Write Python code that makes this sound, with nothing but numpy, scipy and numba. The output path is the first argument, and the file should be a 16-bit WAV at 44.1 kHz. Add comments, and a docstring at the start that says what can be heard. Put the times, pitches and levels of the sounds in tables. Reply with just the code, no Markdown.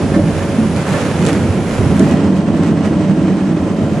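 """Potatoes pour from a tipping box over a chute into a steel hopper, in a hall of running machinery.
The box shudders and the load slides and rustles; single potatoes ping on the chute and knock on the
hopper walls, then from 2 s on they drum down in a stream. Soil sprays and stones click on the steel.
Motors rumble and hum and their drives whine. Knocks, pings, slaps and sliding echo in the hall,
and a gain control ducks the mix under the loudest blows."""
import sys
import numpy as np
from scipy import signal
from scipy.fft import rfft, irfft, next_fast_len
from scipy.io import wavfile
from scipy.ndimage import uniform_filter1d
from numba import njit

SR = 44100
rng = np.random.default_rng(int(sys.argv[2]) if len(sys.argv) > 2 else 0)


def transcribe(u):
    """Save the signal u as a 16-bit wav file named by the first command-line argument.

    u: samples, shape (n,) or (channels, n), limited to [-1, 1]; the rate is SR.
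    q: integer samples, one column per channel.
    """
    v = np.clip(np.atleast_2d(u).T, -1, 1)
    q = np.round(v * 32767).astype(np.int16)
    wavfile.write(sys.argv[1], SR, q)


N = 176400


def undb(db):
    """Decibels to gain."""
    return 10 ** (np.asarray(db) / 20)


def unit(x):
    """Scale to rms 1."""
    return x / np.sqrt(np.mean(x ** 2) + 1e-18)


def curve(table, column=1):
    """One column of a time table as an automation curve, at every sample."""
    rows = np.array(table, float)
    return np.interp(np.arange(N) / SR, rows[:, 0], rows[:, column])


def colour(x, points, share=1):
    """Minimum-phase EQ through (frequency [Hz], gain [dB]) points; share scales the decibels."""
    hz, db = np.array(points, float).T
    size = next_fast_len(N + 8192, True)
    octave = np.log2(np.maximum(np.arange(size // 2 + 1) * SR / size, 1))
    gain = undb(share * np.interp(octave, np.log2(hz), db))
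    cepstrum = irfft(np.log(gain), size)
    cepstrum[1:size // 2] *= 2  # folding the cepstrum makes the response causal
    cepstrum[size // 2 + 1:] = 0
    return irfft(rfft(x, size) * np.exp(rfft(cepstrum)), size)[..., :x.shape[-1]]


def fade(t60, size=SR // 2):
    """Exponential decay that falls 60 dB in t60 seconds."""
    return np.exp(-np.log(1000) * np.arange(size) / SR / max(t60, 1e-3))


def soft_attack(rise_s):
    """Half-second envelope that eases up to 1 with time constant rise_s."""
    return 1 - fade(rise_s * np.log(1000))


def ring(x, response):
    """Play a signal through an impulse response."""
    return signal.fftconvolve(np.atleast_2d(x), np.atleast_2d(response), axes=1)[:, :N]


def walk(per_s):
    """Smooth random modulation with rms 1, drawn per_s times a second."""
    hold = int(SR / per_s)
    steps = np.repeat(rng.standard_normal(N // hold + 1), hold)
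    return unit(uniform_filter1d(uniform_filter1d(steps, hold), hold)[:N])


def grains(per_s, size):
    """Two channels of tiny clicks, random in time and strength."""
    return (rng.random(size) < per_s / SR) * rng.standard_normal((2, size))


def add(out, start_s, x):
    """Mix a sound in at its cue."""
    i = int(start_s * SR)
    out[..., i:i + x.shape[-1]] += x[..., :N - i]


def hall(x, wet_db=2, t60=1, predelay_s=.012):
    """Direct sound plus the diffuse tail of the hall."""
    tail = rng.standard_normal((2, SR)) * fade(t60, size=SR) * (np.arange(SR) > predelay_s * SR)
    return x + undb(wet_db) * ring(x, tail / np.sqrt(np.sum(tail ** 2) / 2))


# EQ of the machine rumble and of the hiss above it (frequency [Hz], gain [dB])
RUMBLE_EQ = [(24, -44), (37, -40), (50, -24), (72, -15), (91, -0.5), (116, -7), (165, -1), (215, -2.5),
             (270, -7), (380, -10.5), (540, -15), (750, -21), (1100, -29), (2000, -69.5)]
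HISS_EQ = [(530, -20), (900, -4.5), (1400, -0.5), (1900, -5), (2120, -5.5), (4040, -14.5), (5050, -14),
           (9000, -20.5), (9950, -17.5), (12800, -102)]
# faders of the machine bed (time [s], rumble level [dB], hiss level [dB])
MACHINE_LEVELS = [(0, -14, -30.5), (.3, -15, -32.5), (.9, -16.5, -32.5), (1.45, -12.5, -32),
                  (1.65, -17, -35), (1.83, -14, -32.5), (2.05, -13, -33.5), (2.45, -17.5, -40.5),
                  (3.4, -20, -39.5), (4, -15, -43)]

def machinery():
    """Uneven rumble of motors and belts, with a smooth hiss above it."""
    rumble_db = curve(MACHINE_LEVELS) + 1.2 * walk(35)
    hiss_db = curve(MACHINE_LEVELS, column=2) + .6 * walk(20)
    rumble = unit(colour(rng.standard_normal((2, N)), RUMBLE_EQ))
    hiss = unit(colour(rng.standard_normal((2, N)), HISS_EQ))
    return rumble * undb(rumble_db) + hiss * undb(hiss_db)


def tones(table, waver_db=1.8, waver_rad=.8):
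    """Held sine tones that waver a little in level and phase."""
    t, out = np.arange(N) / SR, np.zeros((2, N))
    for hz, db in table:
        for channel in out:
            peak = np.sqrt(2) * undb(db + waver_db * walk(14))
            channel += peak * np.sin(2 * np.pi * hz * t + waver_rad * walk(35))
    return out


# partials of the motor hum and of the drive whine (frequency [Hz], relative level [dB])
HUM_PARTIALS = [(559, -34), (1011, -44), (3103.5, -51)]
WHINE_PARTIALS = [(9751, -54), (10017, -59), (10067, -61), (10283, -54)]

def hum_and_whine(hum_db=-2, sink_s=(1.95, 2.45), late_whine_db=-21.5):
    """The motors hum throughout; the high drive whine sinks once the stream is under way."""
    whine_db = np.interp(np.arange(N) / SR, sink_s, (0, late_whine_db))
    return undb(hum_db) * tones(HUM_PARTIALS) + undb(whine_db) * tones(WHINE_PARTIALS)


# fader of the box's deep shudder (time [s], level [dB])
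SHUDDER_LEVELS = [(0, -43), (.18, -31), (.6, -42), (1.55, -45), (1.75, -31), (1.87, -27), (1.94, -43.5)]

def box_shudder(centre_hz=49):
    """The box frame shakes as it tips, most when the load starts to move: an octave of low noise."""
    edges_hz = [centre_hz / np.sqrt(2), centre_hz * np.sqrt(2)]
    band = signal.butter(2, edges_hz, "band", fs=SR, output="sos")
    return unit(signal.sosfilt(band, rng.standard_normal((2, N)))) * undb(curve(SHUDDER_LEVELS))


# fader of the load sliding in the box (time [s], level [dB])
SLIDE_LEVELS = [(0, -31), (.25, -34), (.42, -26.5), (.74, -33), (.77, -26.5), (.96, -21), (1.15, -23.5),
                (1.3, -22), (1.42, -28.5), (1.6, -28.5), (1.72, -23), (1.86, -30), (2.1, -23.5),
                (2.45, -73), (4, -29.5)]
# EQ of the scraping skins (frequency [Hz], gain [dB])
SLIDE_EQ = [(200, -7), (500, 7), (800, 0), (1400, -3.5), (2300, -7), (3500, -15), (5000, -21),
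            (7000, -17.5), (9500, -26.5), (12500, -28)]

def sliding_load(flicker_db=1.3):
    """Gritty skins scrape along the box as dense tiny slips."""
    slips = grains(per_s=1300, size=N)
    level_db = curve(SLIDE_LEVELS) + flicker_db * walk(70)
    return unit(hall(colour(slips, SLIDE_EQ))) * undb(level_db)


# modes of the steel hopper walls (frequency [Hz], relative level [dB], t60 at damping 1 [s])
HOPPER_MODES = [(91.3, 4, 0.099), (102, -12.5, 0.38), (132.5, -16.5, 0.25), (160.3, 0, 0.23),
                (192.2, 4.5, 0.15), (221.1, -1.5, 0.24), (238.5, -1, 0.071), (282.4, 2, 0.18),
                (313.9, -1, 0.17), (388, -19, 0.033), (455.6, -15, 0.19), (573.8, -22.5, 0.41),
                (647, -14.5, 0.12)]

def wall_modes(damping=1):
    """The ring of each hopper mode, one row per mode; more damping shortens it."""
    t = np.arange(SR // 2) / SR
    return np.array([undb(db) * np.sin(2 * np.pi * hz * t) * fade(t60 / damping)
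                     for hz, db, t60 in HOPPER_MODES])


def radiate(x, cut_hz):
    """Low cut: the walls radiate little of the deepest bass."""
    return signal.sosfilt(signal.butter(4, cut_hz, "high", fs=SR, output="sos"), x)


# the pour, from a trickle to a full stream (time [s], impact rate [1/s], level [dB])
POUR = [(0, 21, -24.5), (1.1, 40, -31), (1.7, 110, -29.5), (1.99, 270, -17), (2.08, 376, -10),
        (2.5, 394, -14.5), (3.2, 506, -13.5), (4, 600, -18)]
# EQ of wet skins slapping on steel and on each other (frequency [Hz], gain [dB])
SLAP_EQ = [(210, -33.5), (350, -4), (431, -4), (514, -9.5), (554, -6.5), (950, -14.5), (1800, -19.5),
           (4800, -34.5), (8670, -37.5), (12000, -108)]

def potato_stream(places=12, size_spread_db=3, slap_db=-12, surge_db=1.5):
    """Potatoes land at many places: each thuds in that place's mix of wall modes and slaps briefly."""
    modes, rate = wall_modes(), np.maximum(curve(POUR), 1)
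    thuds, slaps = 0, 0
    for _ in range(places):
        landings = rng.random(N) < rate / places / SR
        hits = landings * undb(size_spread_db * np.clip(rng.standard_normal(N), -2, 2))
        thud = rng.standard_normal((2, len(modes))) @ modes
        slap = rng.standard_normal((2, SR // 8)) * fade(t60=.059, size=SR // 8)
        thuds += ring(hits, thud)
        slaps += ring(hits ** 1.22, slap)  # the slap grows faster with size than the thud
    even = 1 / np.sqrt(rate)  # keeps loudness independent of the impact rate
    thuds = unit(radiate(thuds * even, cut_hz=139))  # light, quick contacts hardly wake the lowest modes
    slaps = unit(hall(colour(slaps * even, SLAP_EQ)))
    slap_gain = undb(slap_db + surge_db * walk(40))
    return undb(curve(POUR, column=2)) * (thuds + slap_gain * slaps)


# cues for sprays of loose soil (time [s], relative level [dB])
SOIL_CUES = [(.135, -2), (2.235, -5), (2.355, -1), (2.555, -3), (2.62, -2), (2.656, 0), (2.84, 0.5),
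             (3.445, -6)]
# EQ of grit on steel (frequency [Hz], gain [dB])
SOIL_EQ = [(600, 8.5), (2000, 2), (4200, -9.5), (8000, -12), (11000, -24.5)]

def soil_sprays(trim_db=-23, rise_s=.015):
    """Small bursts of loose grit spray over the steel."""
    out, rise = np.zeros((2, N)), np.arange(SR // 2) / SR / rise_s
    swell = rise * np.exp(1 - rise)
    for s, db in SOIL_CUES:
        grit = unit(grains(per_s=4000, size=SR // 2))
        add(out, s, undb(db + trim_db) * grit * swell)
    return colour(out, SOIL_EQ)


# cues for potatoes bouncing on the chute (time [s], relative level [dB])
PING_CUES = [(.137, -0.5), (.405, -8), (.862, -5), (0.938, 0.5), (2.0, -3)]
# modes of the thin chute plate (frequency [Hz], relative level [dB], t60 [s])
CHUTE_MODES = [(562, 2, 0.57), (601, -4, 0.33), (1090, -3, 0.14), (1380, -7, 0.11), (1560, -5, 0.07),
               (1740, -3.5, 0.17), (2110, -6, 0.067)]

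def chute_pings(trim_db=-17.5, detune=.013):
    """Short rings of the chute plate, slightly detuned by the load lying on it."""
    out, t = np.zeros((2, N)), np.arange(SR // 2) / SR
    attack = soft_attack(rise_s=.0044)
    for s, db in PING_CUES:
        for hz, mode_db, t60 in CHUTE_MODES:
            detuned_hz = hz * (1 + detune * rng.standard_normal())
            phase = 2 * np.pi * (detuned_hz * t + rng.random((2, 1)))
            add(out, s, undb(trim_db + db + mode_db) * np.sin(phase) * fade(t60) * attack)
    return hall(out, wet_db=-12)


# cues for heavy blows on the hopper walls (time [s], relative level [dB], centre of the woken modes [Hz])
KNOCK_CUES = [(0.162, 3, 196), (.163, 4, 300), (.176, -3, 327), (.178, -7.5, 550), (.234, 2.5, 158),
              (.584, 4.5, 231), (.853, -10, 171), (1.214, -8, 193), (1.264, -6, 494), (1.267, -2, 300),
              (1.294, 1.5, 300), (1.333, -3.5, 320), (1.361, 2.5, 189), (1.49, -2, 107), (1.79, -2.5, 102),
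              (1.835, 1, 123), (1.911, -2, 215), (1.996, -4.5, 646), (2.002, 5.5, 283), (2.017, 2, 184),
              (2.115, 2, 178), (2.184, 2, 300), (2.326, 6, 217), (2.669, 5, 207), (3.323, 0.5, 214),
              (3.508, -0.5, 212)]

def hopper_knocks(trim_db=-1.5, spread_octaves=.18):
    """Heavy potatoes hit the walls: each soft contact wakes the modes near its own centre frequency."""
    out, modes = np.zeros(N), wall_modes(damping=1.25)
    attack = soft_attack(rise_s=.0074)
    hz, mode_db, _ = np.array(HOPPER_MODES).T
    for s, db, centre_hz in KNOCK_CUES:
        weight = np.exp(-.5 * (np.log2(hz / centre_hz) / spread_octaves) ** 2)
        knock = weight @ modes / np.linalg.norm(weight * undb(mode_db))
        add(out, s, undb(db + trim_db) * attack * knock)
    mid_only = np.array([radiate(out, cut_hz=71), np.zeros(N)])
    return hall(mid_only, wet_db=-18.5)


# cues for stones hitting the steel (time [s], relative level [dB])
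STONE_CUES = [(0.763, -6), (1.2525, -0.5), (1.2647, 5), (1.271, -5), (1.287, -5), (1.3305, 0), (1.9949, 0),
              (2.112, -7)]
# EQ of a stone click (frequency [Hz], gain [dB])
STONE_EQ = [(300, 5), (700, 3), (2000, 1), (4200, -4), (8000, -4.5), (10500, -10), (13000, -43)]

def stone_clicks(trim_db=-6.5, tail_db=-17.5):
    """Hard stones click on the steel: a snap of noise with a short bright tail."""
    out = np.zeros((2, N))
    envelope = fade(t60=.0026) + undb(tail_db) * fade(t60=.097)
    for s, db in STONE_CUES:
        add(out, s, undb(db + trim_db) * rng.standard_normal((2, SR // 2)) * envelope)
    return colour(out, STONE_EQ)


# stereo width, as EQ on the side channel (frequency [Hz], gain [dB])
SIDE_EQ = [(30, -9), (65, -12.5), (130, -16.5), (260, -20), (500, -19), (1000, -11.5), (2000, -9),
           (4000, -4), (8000, -4)]
# pan curve, scaled by each channel's share (frequency [Hz], gain at share 1 [dB])
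PAN_EQ = [(60, -3), (250, -1.2), (1000, -1.5), (2000, -2.5), (4500, -1), (9000, -0.5)]

def scene():
    """All sources mixed as mid and side: narrow in the bass, wide in the treble, a little to the right."""
    load = hopper_knocks() + chute_pings() + potato_stream() + sliding_load()
    debris = stone_clicks() + soil_sprays()
    mid, side = load + debris + machinery() + box_shudder() + hum_and_whine()
    side = colour(side, SIDE_EQ)
    left = colour(mid + side, PAN_EQ, share=.82)
    right = colour(mid - side, PAN_EQ, share=-.46)
    return np.array([left, right])


@njit
def follow(rectified, start, attack_s, release_s):
    """Envelope follower with separate times for rising and falling."""
    out, level = np.empty(len(rectified)), start
    for i in range(len(rectified)):
        lag_s = attack_s if rectified[i] > level else release_s
        level += (rectified[i] - level) / (lag_s * SR)
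        out[i] = level
    return out


def record(dry):
    """Gain control ducks everything under the knocks and the stream; peaks clip and the top is cut."""
    threshold, ratio, top_hz = float(undb(-8.5)), 2.4, 11600
    envelope = follow(np.abs(dry).mean(axis=0), threshold, attack_s=.022, release_s=.17)
    gain = np.minimum(threshold / envelope, 1) ** (1 - 1 / ratio)
    high_cut = signal.ellip(8, .2, 70, top_hz, fs=SR, output="sos")
    return signal.sosfilt(high_cut, np.clip(dry * gain, -1, 1))


dry = scene()
out = record(dry)
transcribe(out)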